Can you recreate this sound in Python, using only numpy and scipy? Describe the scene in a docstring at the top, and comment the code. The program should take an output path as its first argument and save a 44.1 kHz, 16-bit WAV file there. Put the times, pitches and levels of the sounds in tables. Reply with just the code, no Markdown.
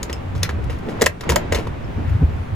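"""A fuel nozzle is worked out of its plastic boot on the pump, over a drone of road traffic and wind.
First the lever clicks, with a thin squeak and small rattles; from one second on the cast body clunks
in the boot, while the traffic swells, and the last rattles fade before strong wind puffs after two seconds.
Metal and boot are ringing tones over dying noise, traffic and wind are shaped noise, puffs are short low waves.
The phone's gain control ducks after the loudest clunks, holds, and glides back."""
import sys
import numpy as np
from scipy import signal
from scipy.fft import rfft, irfft, next_fast_len
from scipy.io import wavfile
from scipy.ndimage import uniform_filter1d, minimum_filter1d, map_coordinates

SR = 44100
rng = np.random.default_rng(int(sys.argv[2]) if len(sys.argv) > 2 else 0)


def generate_wav(signal):
    """Clip the signal to [-1, 1] and save it as 16-bit WAV at the path in sys.argv[1]."""
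    frames = np.transpose(np.atleast_2d(signal))
    scaled = np.clip(frames, -1, 1) * 32767
    pcm = np.round(scaled).astype(np.int16)
    wavfile.write(sys.argv[1], SR, pcm)


N = 112454  # length in samples


def amp(db):
    """Turn dB into gain."""
    return 10 ** (np.asarray(db) / 20)


def unit(x):
    """Scale to an rms of 1."""
    return x / np.sqrt(np.mean(x ** 2) + 1e-20)


def loud(x):
    """Scale so that the first 10 ms have an rms of 1."""
    return x / np.sqrt(np.mean(x[:SR // 100] ** 2))


def along(points, hz):
    """Read a curve of (Hz, value) points, joined on a log frequency axis."""
    f, v = np.transpose(points)
    return np.interp(np.log(hz + 1), np.log(f + 1), v)


def curve(rows):
    """Join (second, value) points into one value per sample."""
    return np.interp(np.arange(N) / SR, *np.transpose(rows))


def wobble(rate):
    """A smooth random curve through `rate` random points a second."""
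    points = rng.standard_normal(int(N * rate / SR) + 4)
    return map_coordinates(points, [np.arange(N) * rate / SR])


def filtered(x, response):
    """Multiply the spectrum of x by a response that depends on frequency."""
    m = next_fast_len(N + SR // 2)
    return irfft(rfft(x, m) * response(np.fft.rfftfreq(m, 1 / SR)), m)[..., :N]


def noise_through(spectrum):
    """Noise of rms 1, coloured by (Hz, dB) points."""
    return unit(filtered(rng.standard_normal(N), lambda hz: amp(along(spectrum, hz))))


def rush(spectrum, alike, patchy_db):
    """Stereo noise of rms 1, uneven in time and pitch, with a set likeness of left and right."""
    z = signal.stft(rng.standard_normal((2, N)), nperseg=512)[2]
    patches = uniform_filter1d(rng.standard_normal(z.shape[1:]), 6, 0)
    patches = unit(uniform_filter1d(patches, 14, 1))
    pair = signal.istft(z * amp(patchy_db * patches), nperseg=512)[1][:, :N]

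    def mid_and_side(hz):
        # the more alike the two sides, the more goes to the middle
        turn = np.arccos(np.clip(along(alike, hz), -1, 1)) / 2
        return amp(along(spectrum, hz)) * [np.cos(turn), np.sin(turn)]

    mid, side = filtered(pair, mid_and_side)
    return unit(np.array([mid + side, mid - side]))


# colour of the road noise. Each row: frequency in Hz, relative strength in dB per Hz
ROAD_COLOUR = [(88, -8.5), (150, -8.5), (689, -17.5), (832, -19), (2620, -31.5), (7080, -54.5),
               (19800, -120)]
# how alike left and right are. Each row: frequency in Hz, likeness (1 same, 0 unrelated, below 0 opposed)
ROAD_LIKENESS = [(180, 0.93), (550, -0.39), (1650, 0.11), (5000, 0.28)]
# swell of the road noise. Each row: time in seconds, level in dB before a small random wobble
TRAFFIC_LEVEL = [(0, -32), (.3, -30.5), (.6, -30.5), (.8, -29.5), (.9, -27.5), (1.3, -22), (1.7, -32),
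                 (2.1, -29), (2.55, -32)]


def traffic():
    """Distant tyres and engines blend into a dull wash of low noise that swells and sinks."""
    level_db = curve(TRAFFIC_LEVEL) + 0.81 * wobble(6.04)
    return amp(level_db) * rush(ROAD_COLOUR, ROAD_LIKENESS, patchy_db=0.5)


# colour of the wind rumble. Each row: frequency in Hz, relative strength in dB per Hz
WIND_COLOUR = [(28, -32), (52, -3.5), (100, -2), (280, -26.5), (600, -66.5)]
# strength of the rumble. Each row: time in seconds, level in dB
WIND_LEVEL = [(0, -29.5), (.5, -26), (.8, -27.5), (1.8, -28.5), (2.1, -21.5), (2.55, -24.5)]
# single puffs. Each row: middle in seconds, peak in dB, pitch in Hz, half length in seconds
PUFFS = [(0.044, -25.5, 55, 0.022), (0.139, -23.5, 71.6, 0.061), (0.374, -23.5, 94.1, 0.14),
         (0.542, -20.5, 75, 0.043), (1.053, -18.5, 76, .02), (1.33, -13, 72, 0.019),
         (1.336, -21.5, 176, 0.032), (1.562, -23, 67, 0.022), (1.998, -30, 69.5, 0.019),
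         (2.131, -24, 93, 0.02), (2.159, -7, 99, .012), (2.223, -11, 151.5, 0.015),
         (2.23, -14.5, 258.7, 0.0092), (2.246, -3.5, 71.4, 0.012), (2.412, -18, 87, 0.022)]


def wind():
    """Turbulent air presses on the microphone ports: low uneven noise plus short low waves."""
    t = np.arange(N) / SR
    rumble = rush(WIND_COLOUR, [(30, 1.0), (300, 0.29)], patchy_db=4.5)
    puffs = np.zeros(N)
    for middle, db, hz, half in PUFFS:
        swell = np.exp(-((t - middle) / half) ** 2)
        puffs += amp(db) * swell * np.cos(2 * np.pi * hz * (t - middle))
    return amp(curve(WIND_LEVEL)) * rumble + puffs


# rustles of hose, sleeve or wind. Each row: middle in seconds, level in dB, centre in Hz, half length in seconds
SOFT_RUSTLES = [(0.447, -29, 1790, 0.017), (0.588, -33, 403, 0.019), (0.878, -25.5, 240, 0.037),
                (1.994, -27, 230, 0.022), (2.103, -46, 1670, 0.094), (2.224, -25.5, 325, 0.017)]


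def rustles():
    """Soft rustles of hose, sleeve or gusting wind: swells of noise strongest around a centre pitch."""
    t, out = np.arange(N) / SR, np.zeros(N)
    slope = 14  # dB per octave
    for middle, db, centre, half in SOFT_RUSTLES:
        def band(hz):
            return amp(-slope * abs(np.log2((hz + 1) / centre)))
        rustle = unit(filtered(rng.standard_normal(N), band))
        out += amp(db) * np.exp(-((t - middle) / half) ** 2) * rustle
    return out


# colour of a hard metal click. Each row: frequency in Hz, relative strength in dB
CLICK_COLOUR = [(1500, -34), (3000, -4.5), (5000, -0.5), (9000, -7.5), (15000, -2.5), (16300, -43)]
# faint ticks. Each row: start in seconds, starting level in dB
TICK_STARTS = [(.160, -54), (0.6406, -42), (0.7864, -45), (0.865, -52), (2.095, -47.5)]
TICK_T60_S = 0.038  # time to fall by 60 dB


def ticks():
    """Loose metal ticks faintly: click-coloured noise that starts at once and dies fast."""
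    t = np.arange(N) / SR
    fade = sum(amp(db - 60 * abs(t - s) / TICK_T60_S) * (t > s) for s, db in TICK_STARTS)
    return fade * noise_through(CLICK_COLOUR)


# squeaks of the lever spring. Each row: middle in seconds, peak in dB, half length in seconds
SPRING_SQUEAKS = [(0.1375, -33.5, 0.0067), (1.848, -51, 0.007)]
SQUEAK_HZ = 5250


def squeaks():
    """The lever spring squeaks: brief bursts of one thin high tone."""
    t = np.arange(N) / SR
    swell = sum(amp(db) * np.exp(-((t - s) / half) ** 4) for s, db, half in SPRING_SQUEAKS)
    return swell * np.sin(2 * np.pi * SQUEAK_HZ * t)


SPOT_DB_PER_OCTAVE = 20  # how fast ringing tones weaken away from the struck spot's pitch
RATTLE_DB_PER_OCTAVE = 4  # the same for the rattle
PUSH_RADIANS = 3  # slowness of the push, in radians of each tone's cycle


def part(modes, broad, ring_db, rattle, spot_hz):
    """A push rings the tones near the struck spot, over a dead rattle that leans to the same pitch."""
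    f = np.fft.rfftfreq(len(rattle), 1 / SR)
    ring = 0
    for k, (centre, width, db) in enumerate(modes):
        gain = amp(db - SPOT_DB_PER_OCTAVE * abs(np.log2(centre / spot_hz)))
        resonance = 1j * f * width / (centre ** 2 - f ** 2 + 1j * f * width)
        push = 1 / (1 + 1j * (f - centre) * PUSH_RADIANS / centre)
        ring = ring + (-1) ** k * gain * resonance * push  # neighbours swing opposite ways
    colour = amp(along(broad, f) - RATTLE_DB_PER_OCTAVE * abs(np.log2((f + 1) / spot_hz)))
    dead_rattle = irfft(rfft(rattle) * colour, len(rattle))
    return amp(ring_db) * loud(irfft(ring, len(rattle))) + loud(dead_rattle)


# ringing tones of each part. Each row: pitch in Hz, width in Hz, dB before the lean to the struck spot
LATCH_TONES = [(3560, 110, -4), (4000, 80, -4), (6600, 60, -4), (7000, 200, -2), (7500, 150, -2),
               (8200, 40, -4)]
BODY_TONES = [(956, 75, 13), (1230, 540, -2), (1693, 93, -2.5), (1898, 53, 3.5), (2172, 90, -2),
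              (2588, 18, -4.5), (2930, 300, -4.5)]
BOOT_TONES = [(349.4, 16.6, -6.5), (471.2, 77, -1.5), (609, 34, 1)]
# rattle colour of body and boot. Each row: frequency in Hz, dB before the lean to the struck spot
KNOCK_COLOUR = [(300, -37), (1100, -6), (2800, -10), (9000, -37)]
THUD_COLOUR = [(60, -27), (200, 1), (480, -2.5), (2500, -17)]
# one number each for latch, body and boot: ring over the dead rattle in dB, then length factor of the rattle
RING_OVER_RATTLE = [-4, 4, 8]
RATTLE_LENGTHS = [0.83, 1, 1.37]
# metal contacts. Each row: start in seconds, latch, body and boot levels in dB before the trims below,
# rattle's 60 dB fall in seconds before the length factor, favoured latch, body and boot pitches in Hz
STRIKES = [(0.0295, -17.5, -35.5, -34.5, 0.032, 6460, 1700, 468),
           (0.0962, -29.5, -32.5, -34, 0.048, 3300, 1860, 342),
           (0.1287, -24, -31, -35.5, 0.02, 8200, 3030, 525),
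           (0.3509, -36.5, -39.5, -43, 0.25, 4350, 1318, 374),
           (0.4308, -7, -28.5, -30.5, 0.015, 3670, 1960, 320),
           (0.491, -29.5, -26.5, -33, 0.071, 4290, 1650, 436),
           (0.6971, -34, -35, -30.5, 0.27, 4060, 1950, 470),
           (0.8864, -37, -38.5, -29, 0.24, 3390, 1850, 374),
           (0.9974, -39, -44, -30.5, 0.073, 4380, 1130, 347),
           (1.0116, -17, -26.5, -22, 0.068, 4060, 1944, 424),
           (1.0179, -7, -17, -12.5, 0.039, 7600, 1720, 456),
           (1.0227, -34, -21, -17.5, 0.029, 6650, 2100, 450),
           (1.0393, -21, -26.5, -24, 0.07, 4840, 1720, 482),
           (1.0606, -4.5, -16, -22.5, 0.035, 7700, 2600, 600),
           (1.0645, -8.5, -7, -13.5, 0.028, 6600, 1830, 625),
           (1.2083, -15.5, -24, -31, 0.028, 3870, 1900, 580),
           (1.2354, -29.5, -27.5, -41, 0.062, 3630, 1270, 342),
           (1.292, -11.5, -17.5, -19.5, 0.12, 6960, 2280, 356),
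           (1.2983, -12.5, -18.5, -15.5, 0.042, 3500, 1470, 392),
           (1.3193, -19, -22, -22.5, 0.065, 4500, 944.4, 334),
           (1.3586, -7.5, -20, -16, 0.017, 6500, 1050, 697),
           (1.3617, -21.5, -16.5, -17, 0.021, 7100, 1930, 556),
           (1.5227, -17.5, -20, -16.5, 0.1, 5200, 2159, 590),
           (1.5468, -15.5, -26.5, -27.5, 0.069, 3500, 2200, 575),
           (1.554, -29, -26.5, -23, 0.22, 4340, 2370, 455),
           (1.5857, -30.5, -34.5, -26, 0.037, 3320, 1041, 354),
           (1.6699, -36.5, -33.5, -29.5, 0.039, 3550, 1340, 335)]
LATCH_TRIM_DB, BODY_TRIM_DB, BOOT_TRIM_DB = -11, -6, -7
RISE_S = 0.0016  # time constant of the rattle's rise
GRAIN_DB = 3  # unevenness of a rattle


def nozzle():
    """Each contact pushes latch, cast body and hollow boot, which ring and rattle grainily as they die."""
    t, out = np.arange(SR // 4) / SR, np.zeros(N + SR)
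    for s, latch_db, body_db, boot_db, t60, latch_hz, body_hz, boot_hz in STRIKES:
        grain = uniform_filter1d(rng.standard_normal(len(t)), size=SR // 700)
        grain = amp(GRAIN_DB * unit(grain))
        rise = 1 - np.exp(-t / RISE_S)
        fall = amp(-60 * t / (max(t60, .005) * np.c_[RATTLE_LENGTHS]))
        rattle = rise * fall * grain * rng.standard_normal((3, len(t)))
        latch = part(LATCH_TONES, CLICK_COLOUR, RING_OVER_RATTLE[0], rattle[0], latch_hz)
        body = part(BODY_TONES, KNOCK_COLOUR, RING_OVER_RATTLE[1], rattle[1], body_hz)
        boot = part(BOOT_TONES, THUD_COLOUR, RING_OVER_RATTLE[2], rattle[2], boot_hz)
        strike = amp(latch_db + LATCH_TRIM_DB) * latch
        strike += amp(body_db + BODY_TRIM_DB) * body
        strike += amp(boot_db + BOOT_TRIM_DB) * boot
        out[round(s * SR):][:SR // 5] += strike[:SR // 5]
    return out[:N]


# phase between the ports. 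Each row: frequency in Hz, lead of the left in radians
PHASE_LEAD = [(520, 7), (700, 0.2), (2500, 1), (5500, 1.5), (8400, -2), (11000, -7.5), (15000, -10.5)]
# level between the ports. Each row: frequency in Hz, left minus right in dB
LEVEL_LEAD = [(500, 0.5), (1200, -4.5), (2500, 5.5), (8000, 0)]


def ports(x):
    """A near sound reaches the two microphone ports with different phase and level."""
    half = np.array([[.5], [-.5]])  # left gets half the difference, right the opposite half

    def response(hz):
        return amp(half * along(LEVEL_LEAD, hz)) * np.exp(1j * half * along(PHASE_LEAD, hz))

    return filtered(x, response)


# echo of pump and canopy. Each row: frequency in Hz, time to fall by 60 dB in seconds
ECHO_FALL = [(300, 0.15), (2000, 0.2), (8000, 0.11)]


def echo(x):
    """Pump and canopy answer with a noisy tail in which each frequency dies at its own speed."""
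    hz, t, z = signal.stft(rng.standard_normal((2, SR // 3)), SR, nperseg=256)
    fall = amp(-60 * t / along(ECHO_FALL, hz)[:, None])
    tail = signal.istft(z * fall, SR, nperseg=256)[1]
    tail = tail / np.linalg.norm(tail[0])
    late = np.pad(x, (200, 0))  # the answer starts 200 samples late
    return signal.fftconvolve(late[None], tail, axes=1)[:, :N]


ECHO_DB = -11


def scene():
    """Traffic and wind lie under the near nozzle sounds, the rustles and their echo."""
    near = nozzle() + squeaks() + ticks() + rustles()
    return ports(near) + amp(ECHO_DB) * echo(near) + traffic() + wind()


# colour of the microphone's own hiss. Each row: frequency in Hz, relative strength in dB per Hz
HISS_COLOUR = [(1000, -27), (3000, 5), (7000, 11.5), (16000, -1.5)]
HISS_DB = -63
DUCK_FROM_DB, DUCK_DB = -13, 14  # level where ducking begins, deepest cut
DUCK_HOLD_S, DUCK_GLIDE_S = 0.13, 0.064  # hold, time constant of the glide down and back
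TOP_HZ = 16600


def record(dry):
    """Gain control ducks on loud clunks, holds and glides back; then hiss, soft ceiling and band limit."""
    bright = filtered(dry.mean(0), lambda hz: hz > 300)  # low wind does not trigger it
    power = abs(uniform_filter1d(bright ** 2, SR // 100))
    level_db = 10 * np.log10(power + 1e-12)
    need = np.clip((level_db - DUCK_FROM_DB) / 6, 0, 1)  # full cut 6 dB above the start
    hold = round(DUCK_HOLD_S * SR)
    held = -minimum_filter1d(-need, hold, origin=(hold - 1) // 2)  # greatest need of the recent past
    keep = np.exp(-1 / (DUCK_GLIDE_S * SR))
    duck = signal.lfilter([1 - keep], [1, -keep], held)
    x = dry * amp(-DUCK_DB * duck)
    x = x + amp(HISS_DB) * rush(HISS_COLOUR, [(5000, 0)], patchy_db=1)
    x = x / (1 + abs(x) ** 6) ** (1 / 6)  # soft ceiling
    return filtered(x, lambda hz: hz < TOP_HZ)


dry = scene()
out = record(dry)
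generate_wav(out)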